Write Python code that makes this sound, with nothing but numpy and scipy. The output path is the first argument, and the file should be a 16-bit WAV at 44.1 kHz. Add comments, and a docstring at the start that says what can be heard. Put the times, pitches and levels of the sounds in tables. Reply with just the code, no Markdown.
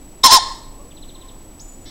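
"""Bare woodland, one microphone: a distant rumble and the recorder's thin whine run throughout. A quarter
second in, a cock pheasant crows once, close by: two harsh syllables, rasping through throat and beak, that
overload the microphone and ring on among the trees. A larger bird gives a low call far off. Then small birds
answer faintly: a run of falling chirps from the thicket, a thin whistle that rings a little more among the
trees and, last, a nasal note."""
import sys
import numpy as np
from scipy import signal
from scipy.fft import rfft, irfft
from scipy.io import wavfile

SR = 44100
rng = np.random.default_rng(int(sys.argv[2]) if len(sys.argv) > 2 else 0)


def bounce(signal):
    """Save signal as a 16-bit WAV file at the path given by the first command-line argument."""
    frames = np.transpose(np.atleast_2d(signal))
    limited = np.clip(frames, -1, 1)
    pcm = np.round(limited * 32767).astype(np.int16)
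    wavfile.write(sys.argv[1], SR, pcm)


N = 83790
T = np.arange(N) / SR

# Distant rumble and hiss. Each row: frequency in Hz, relative level per Hz in dB.
AIR_SPECTRUM = [(15, -7), (27, 0), (45, -15.5), (80, -15), (170, -22.5), (290, -17.5), (450, -26.5),
                (700, -28), (1050, -33.5), (1500, -41), (2500, -42), (5000, -44.5), (10000, -46),
                (15500, -46.5)]
# The recorder's own whine. Each row: frequency in Hz, level between dips in dB.
WHINE_TONES = [(7865, -48.5), (5920, -66.5), (9800, -69)]
# The close crow, one arch to a syllable. Each row: time in seconds, pitch in Hz.
CROW_PITCH = [(.234, 1040), (.245, 1064), (.262, 1054), (.276, 985), (.289, 885), (.298, 865), (.308, 965),
              (.323, 1048), (.338, 1066), (.357, 1056), (.371, 955), (.386, 800)]
# Its force. Each row: time in seconds, fundamental level in dB, gain of overtones and rasp in dB.
CROW_FORCE = [(.2325, -69, -47), (.235, -35, -17.5), (.238, -24, -9), (.241, -7.5, -4.5),
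              (.250, -3.5, -2.5), (.268, -7, -3), (.279, -15.5, -12.5), (.297, -17, -15.5), (.311, -14, -8),
              (.322, -9, -3), (.336, -5, -1), (.354, -8.5, -4.5), (.366, -9.5, -9), (.375, -17.5, -9),
              (.380, -15, -21), (.388, -22, -21)]
# Its overtones. Each row: multiple of the pitch, relative level in dB, phase wobble in radians.
CROW_OVERTONES = [(2, -23.5, .3), (3, -28.5, 0.61), (4, -14, .25), (5, -13, 0.89), (6, -18.5, 1.0),
                  (7, -18.5, 0.68), (8, -37, 0.13), (9, -28, 1)]
# Resonances of throat and beak. Each row: centre in Hz, width in Hz, relative level in dB.
THROAT_RESONANCES = [(861, 460, 2), (1826, 310, -7.5), (3395, 680, -5.5), (3730, 770, 3.5), (4300, 174, -4),
                     (4840, 280, 7), (5286, 350, -1), (6010, 760, -1), (6970, 380, 4), (8530, 1400, -5),
                     (8750, 280, -11.5)]
# The squeak that opens the crow. 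Each row: time in seconds, pitch in Hz, level in dB.
OPENING_SQUEAK = [(.233, 3845, -31.5), (.235, 3677, -18.5), (.241, 3870, -7), (.247, 4150, -22)]
# Narrow resonances that sing out as overtones sweep across them.
# Each row: centre in Hz, width in Hz, gain toward the microphone in dB, gain into the trees in dB.
CROW_RINGS = [(1790, 180, -13, 2.5), (3197, 21, -7, 10), (4290, 32.4, 4, 15), (5300, 210, 0.5, 3.5),
              (5672, 210, 1.5, -11), (7183, 170, -14, -15), (8200, 30, -3, -4.5)]
# Echo of the trunks all around. Each row: frequency in Hz, gain in dB, seconds to fall by 60 dB.
TRUNK_ECHO = [(300, -4, 1), (1080, -19.5, 0.82), (1980, -13.5, 0.52), (3970, -15, 0.57), (6800, -18, 0.55),
              (10000, -16, 0.61), (16000, -33, .3)]
# Echoes from far stands of trees. Each row: delay in seconds, gain in dB.
FAR_ECHOES = [(.13, -25.5), (.30, -41.5), (.91, -47), (1.029, -51)]
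# A larger bird, far off. Each row: time in seconds, pitch in Hz, fundamental level in dB.
FAR_CALL = [(.78, 475, -55), (.80, 564.5, -45.5), (.825, 593, -50), (.85, 475, -51), (.87, 440, -61.5)]
# Chirps in the thicket. Each row: start in seconds, starting pitch in Hz, level in dB.
CHIRPS = [(.904, 3670, -50.5), (0.963, 4160, -48), (1.021, 4190, -45), (1.084, 4210, -46),
          (1.144, 4240, -47.5), (1.207, 4120, -48.5), (1.28, 4090, -47.5)]
# A thin whistle, ringing a little more among the trees. Each row: time in seconds, pitch in Hz, level in dB.
WHISTLE = [(1.593, 2620, -59), (1.599, 5100, -43), (1.605, 6360, -39.5), (1.616, 7066, -42.5),
           (1.66, 7065, -48), (1.70, 7020, -45), (1.728, 6870, -63), (1.748, 7090, -44), (1.77, 7020, -71),
           (1.845, 7000, -54), (1.86, 6760, -73.5)]
# A nasal note in the thicket. Each row: time in seconds, pitch in Hz, level in dB.
NASAL_NOTE = [(1.852, 350, -59), (1.863, 422, -44), (1.882, 455, -45), (1.90, 407, -47)]
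# The colour of its harmonics. Each row: frequency in Hz, relative level in dB.
NASAL_COLOUR = [(1200, -29), (2000, -2.5), (2700, -20), (3400, 1.5), (4400, -3.5), (4800, -6.5), (5400, -1),
                (6500, -15)]

JITTER_HZ = 307   # how fast the birds' voices tremble


def from_db(db):
    """Decibels to gain."""
    return 10 ** (np.asarray(db) / 20)


def rms_one(x):
    """Scale to unit power."""
    return x / np.sqrt(np.mean(x ** 2) + 1e-20)


def in_time(rows):
    """Each column of a curve at every sample."""
    times, *columns = np.transpose(rows)
    return [np.interp(T, times, column) for column in columns]


def during(rows):
    """One between a curve's first and last points, else zero."""
    return (T >= rows[0][0]) & (T <= rows[-1][0])


def at_hz(rows, hz, column=1):
    """Read a column of a table on a log-frequency scale."""
    table = np.array(rows)
    return np.interp(np.log(hz + 1e-9), np.log(table[:, 0]), table[:, column])


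def low_pass(x, hz, order=2):
    """Butterworth low-pass."""
    return signal.sosfilt(signal.butter(order, hz, fs=SR, output="sos"), x)


def drift(hz):
    """Smooth random wander of unit power."""
    return rms_one(low_pass(rng.standard_normal(N), hz))


def phase_of(hz):
    """Running phase of a pitch curve."""
    return 2 * np.pi * np.cumsum(hz) / SR


def tone(phase):
    """A sine of unit power with a random starting phase."""
    return np.sqrt(2) * np.sin(phase + rng.uniform(0, 2 * np.pi))


def resonate(x, hz, width_hz):
    """A resonance with gain 1 at its peak."""
    r = np.exp(-np.pi * width_hz / SR)
    poles = [1, -2 * r * np.cos(2 * np.pi * hz / SR), r * r]
    return signal.lfilter(np.array([1, 0, -1]) * (1 - r * r) / 2, poles, x)


def smear(x, decay_s):
    """Pass a sound through a dying cloud of reflections of unit energy."""
    cloud = rng.standard_normal(N) * np.exp(-T / decay_s)
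    return signal.fftconvolve(x, rms_one(cloud) / np.sqrt(N))[:N]


def air(level_db=-38.5):
    """The bed of the place: distant rumble and soft hiss."""
    colour = from_db(at_hz(AIR_SPECTRUM, np.fft.rfftfreq(N, 1 / SR)))
    return from_db(level_db) * rms_one(irfft(rfft(rng.standard_normal(N)) * colour, N))


def recorder_whine(pulse_hz=30.03, peak_s=.022, dip_db=-6.5):
    """The recorder's electronics whine, switching between two levels."""
    dipped = np.cos(2 * np.pi * pulse_hz * (T - peak_s)) < 0
    steady = sum(from_db(db) * tone(2 * np.pi * hz * T) for hz, db in WHINE_TONES)
    return from_db(dip_db * dipped) * steady


def throat_rasp(phase, puff_depth=.58, top_hz=9600):
    """Noise puffed through throat and beak on every cycle of the crow."""
    puffs = rng.standard_normal((len(THROAT_RESONANCES), N)) * (1 + puff_depth * np.cos(phase))
    rasp = sum(from_db(db) * resonate(resonate(puff, hz, width), hz, 2 * width)
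               for puff, (hz, width, db) in zip(puffs, THROAT_RESONANCES))
    return rms_one(low_pass(rasp, top_hz, order=6))


def pheasant(jitter=.011, shimmer_db=.98, overtone_shimmer_db=1, shimmer_hz=140, rasp_db=-5):
    """A strong fundamental, rough overtones and rasp, sent to the microphone and out into the trees."""
    pitch, = in_time(CROW_PITCH)
    fundamental_db, upper_db = in_time(CROW_FORCE)
    phase = phase_of(pitch * (1 + jitter * drift(JITTER_HZ)))
    fundamental = tone(phase) * from_db(fundamental_db + shimmer_db * drift(shimmer_hz))
    overtones = 0
    for multiple, db, wobble in CROW_OVERTONES:
        overtone = tone(multiple * phase + wobble * drift(JITTER_HZ))
        shimmer = from_db(overtone_shimmer_db * drift(shimmer_hz))
        overtones += from_db(db) * rms_one(overtone * shimmer)
    rasp = from_db(rasp_db) * throat_rasp(phase)
    upper = during(CROW_FORCE) * from_db(upper_db) * (overtones + rasp) + 1e-18
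    direct = outward = during(CROW_FORCE) * fundamental + upper + whistled_note(OPENING_SQUEAK)
    for hz, width, direct_db, outward_db in CROW_RINGS:
        ring = resonate(upper, hz, width)
        direct = direct + from_db(direct_db) * ring
        outward = outward + from_db(outward_db) * ring
    return direct, outward


def whistled_note(rows):
    """A bird's squeak or whistle: one sine gliding in pitch and level."""
    hz, db = in_time(rows)
    return during(rows) * from_db(db) * tone(phase_of(hz))


def trunk_echo(x, build_s=.0027):
    """Diffuse echo of the trunks around the microphone; the treble dies first."""
    edges = np.geomspace(150, 18000, 14)
    white = rfft(rng.standard_normal(N))
    hz = np.fft.rfftfreq(N, 1 / SR)
    tail = 0
    for low, high in zip(edges, edges[1:]):
        centre = np.sqrt(low * high)
        band = irfft(white * (hz >= low) * (hz < high), N)
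        fall = from_db(-60 * T / at_hz(TRUNK_ECHO, centre, column=2))
        envelope = rms_one(fall * (1 - np.exp(-T / build_s))) / np.sqrt(N)
        tail += from_db(at_hz(TRUNK_ECHO, centre)) * envelope * band
    return signal.fftconvolve(x, tail)[:N]


def far_echoes(x):
    """Far stands of trees return the crow dull and blurred."""
    dull = low_pass(x, hz=2520)
    return sum(from_db(db) * np.interp(T - delay, T, smear(dull, decay_s=.04), left=0)
               for delay, db in FAR_ECHOES)


def far_call(jitter=.015, octave_db=-6.5):
    """A larger bird a long way off: a faint low arch with its octave."""
    hz, db = in_time(FAR_CALL)
    phase = phase_of(hz * (1 + jitter * drift(JITTER_HZ)))
    return during(FAR_CALL) * from_db(db) * (tone(phase) + from_db(octave_db) * tone(2 * phase))


def chirps(length_s=.024, fall_hz=1760, bend=2.01):
    """From the thicket, each chirp swells and fades while its pitch falls ever faster."""
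    run = np.zeros(N)
    for start, hz, db in CHIRPS:
        progress = np.clip((T - start) / length_s, 0, 1)
        pitch = hz - fall_hz * progress ** bend
        run += from_db(db) * np.sin(np.pi * progress) * tone(phase_of(pitch))
    return run


def nasal_note(jitter=.0048):
    """A short buzzy arch from the thicket, strong in its upper harmonics."""
    hz, db = in_time(NASAL_NOTE)
    phase = phase_of(hz * (1 + jitter * drift(JITTER_HZ)))
    buzz = sum(from_db(at_hz(NASAL_COLOUR, k * hz)) * tone(k * phase) for k in range(1, 16))
    return during(NASAL_NOTE) * from_db(db) * rms_one(buzz)


def scene():
    """What reaches the microphone: the pheasant close by, the other birds deeper among the trees."""
    crow, outward = pheasant()
    hidden_birds = chirps() + nasal_note() + far_call()
    whistle = whistled_note(WHISTLE)
    answers = hidden_birds + from_db(1.5) * whistle   # as sent into the stems and trunks
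    near_scatter = from_db(-7) * smear(crow, decay_s=.0046)   # off nearby stems and ground
    thicket_scatter = from_db(-5) * smear(answers, decay_s=.03)
    echoes = trunk_echo(outward + from_db(5) * answers) + far_echoes(outward)
    return (crow + hidden_birds + whistle + near_scatter + thicket_scatter + echoes + air())[None]


def record(dry, ceiling=.72, knee=4.0, cutoff_hz=15900):
    """The recorder adds its whine, flattens the loud peaks and cuts the top."""
    x = dry + recorder_whine()
    overloaded = x / (1 + np.abs(x / ceiling) ** knee) ** (1 / knee)
    top_cut = signal.firwin(301, cutoff_hz, fs=SR)
    return signal.fftconvolve(overloaded, top_cut[None], mode="same")


dry = scene()
out = record(dry)
bounce(out)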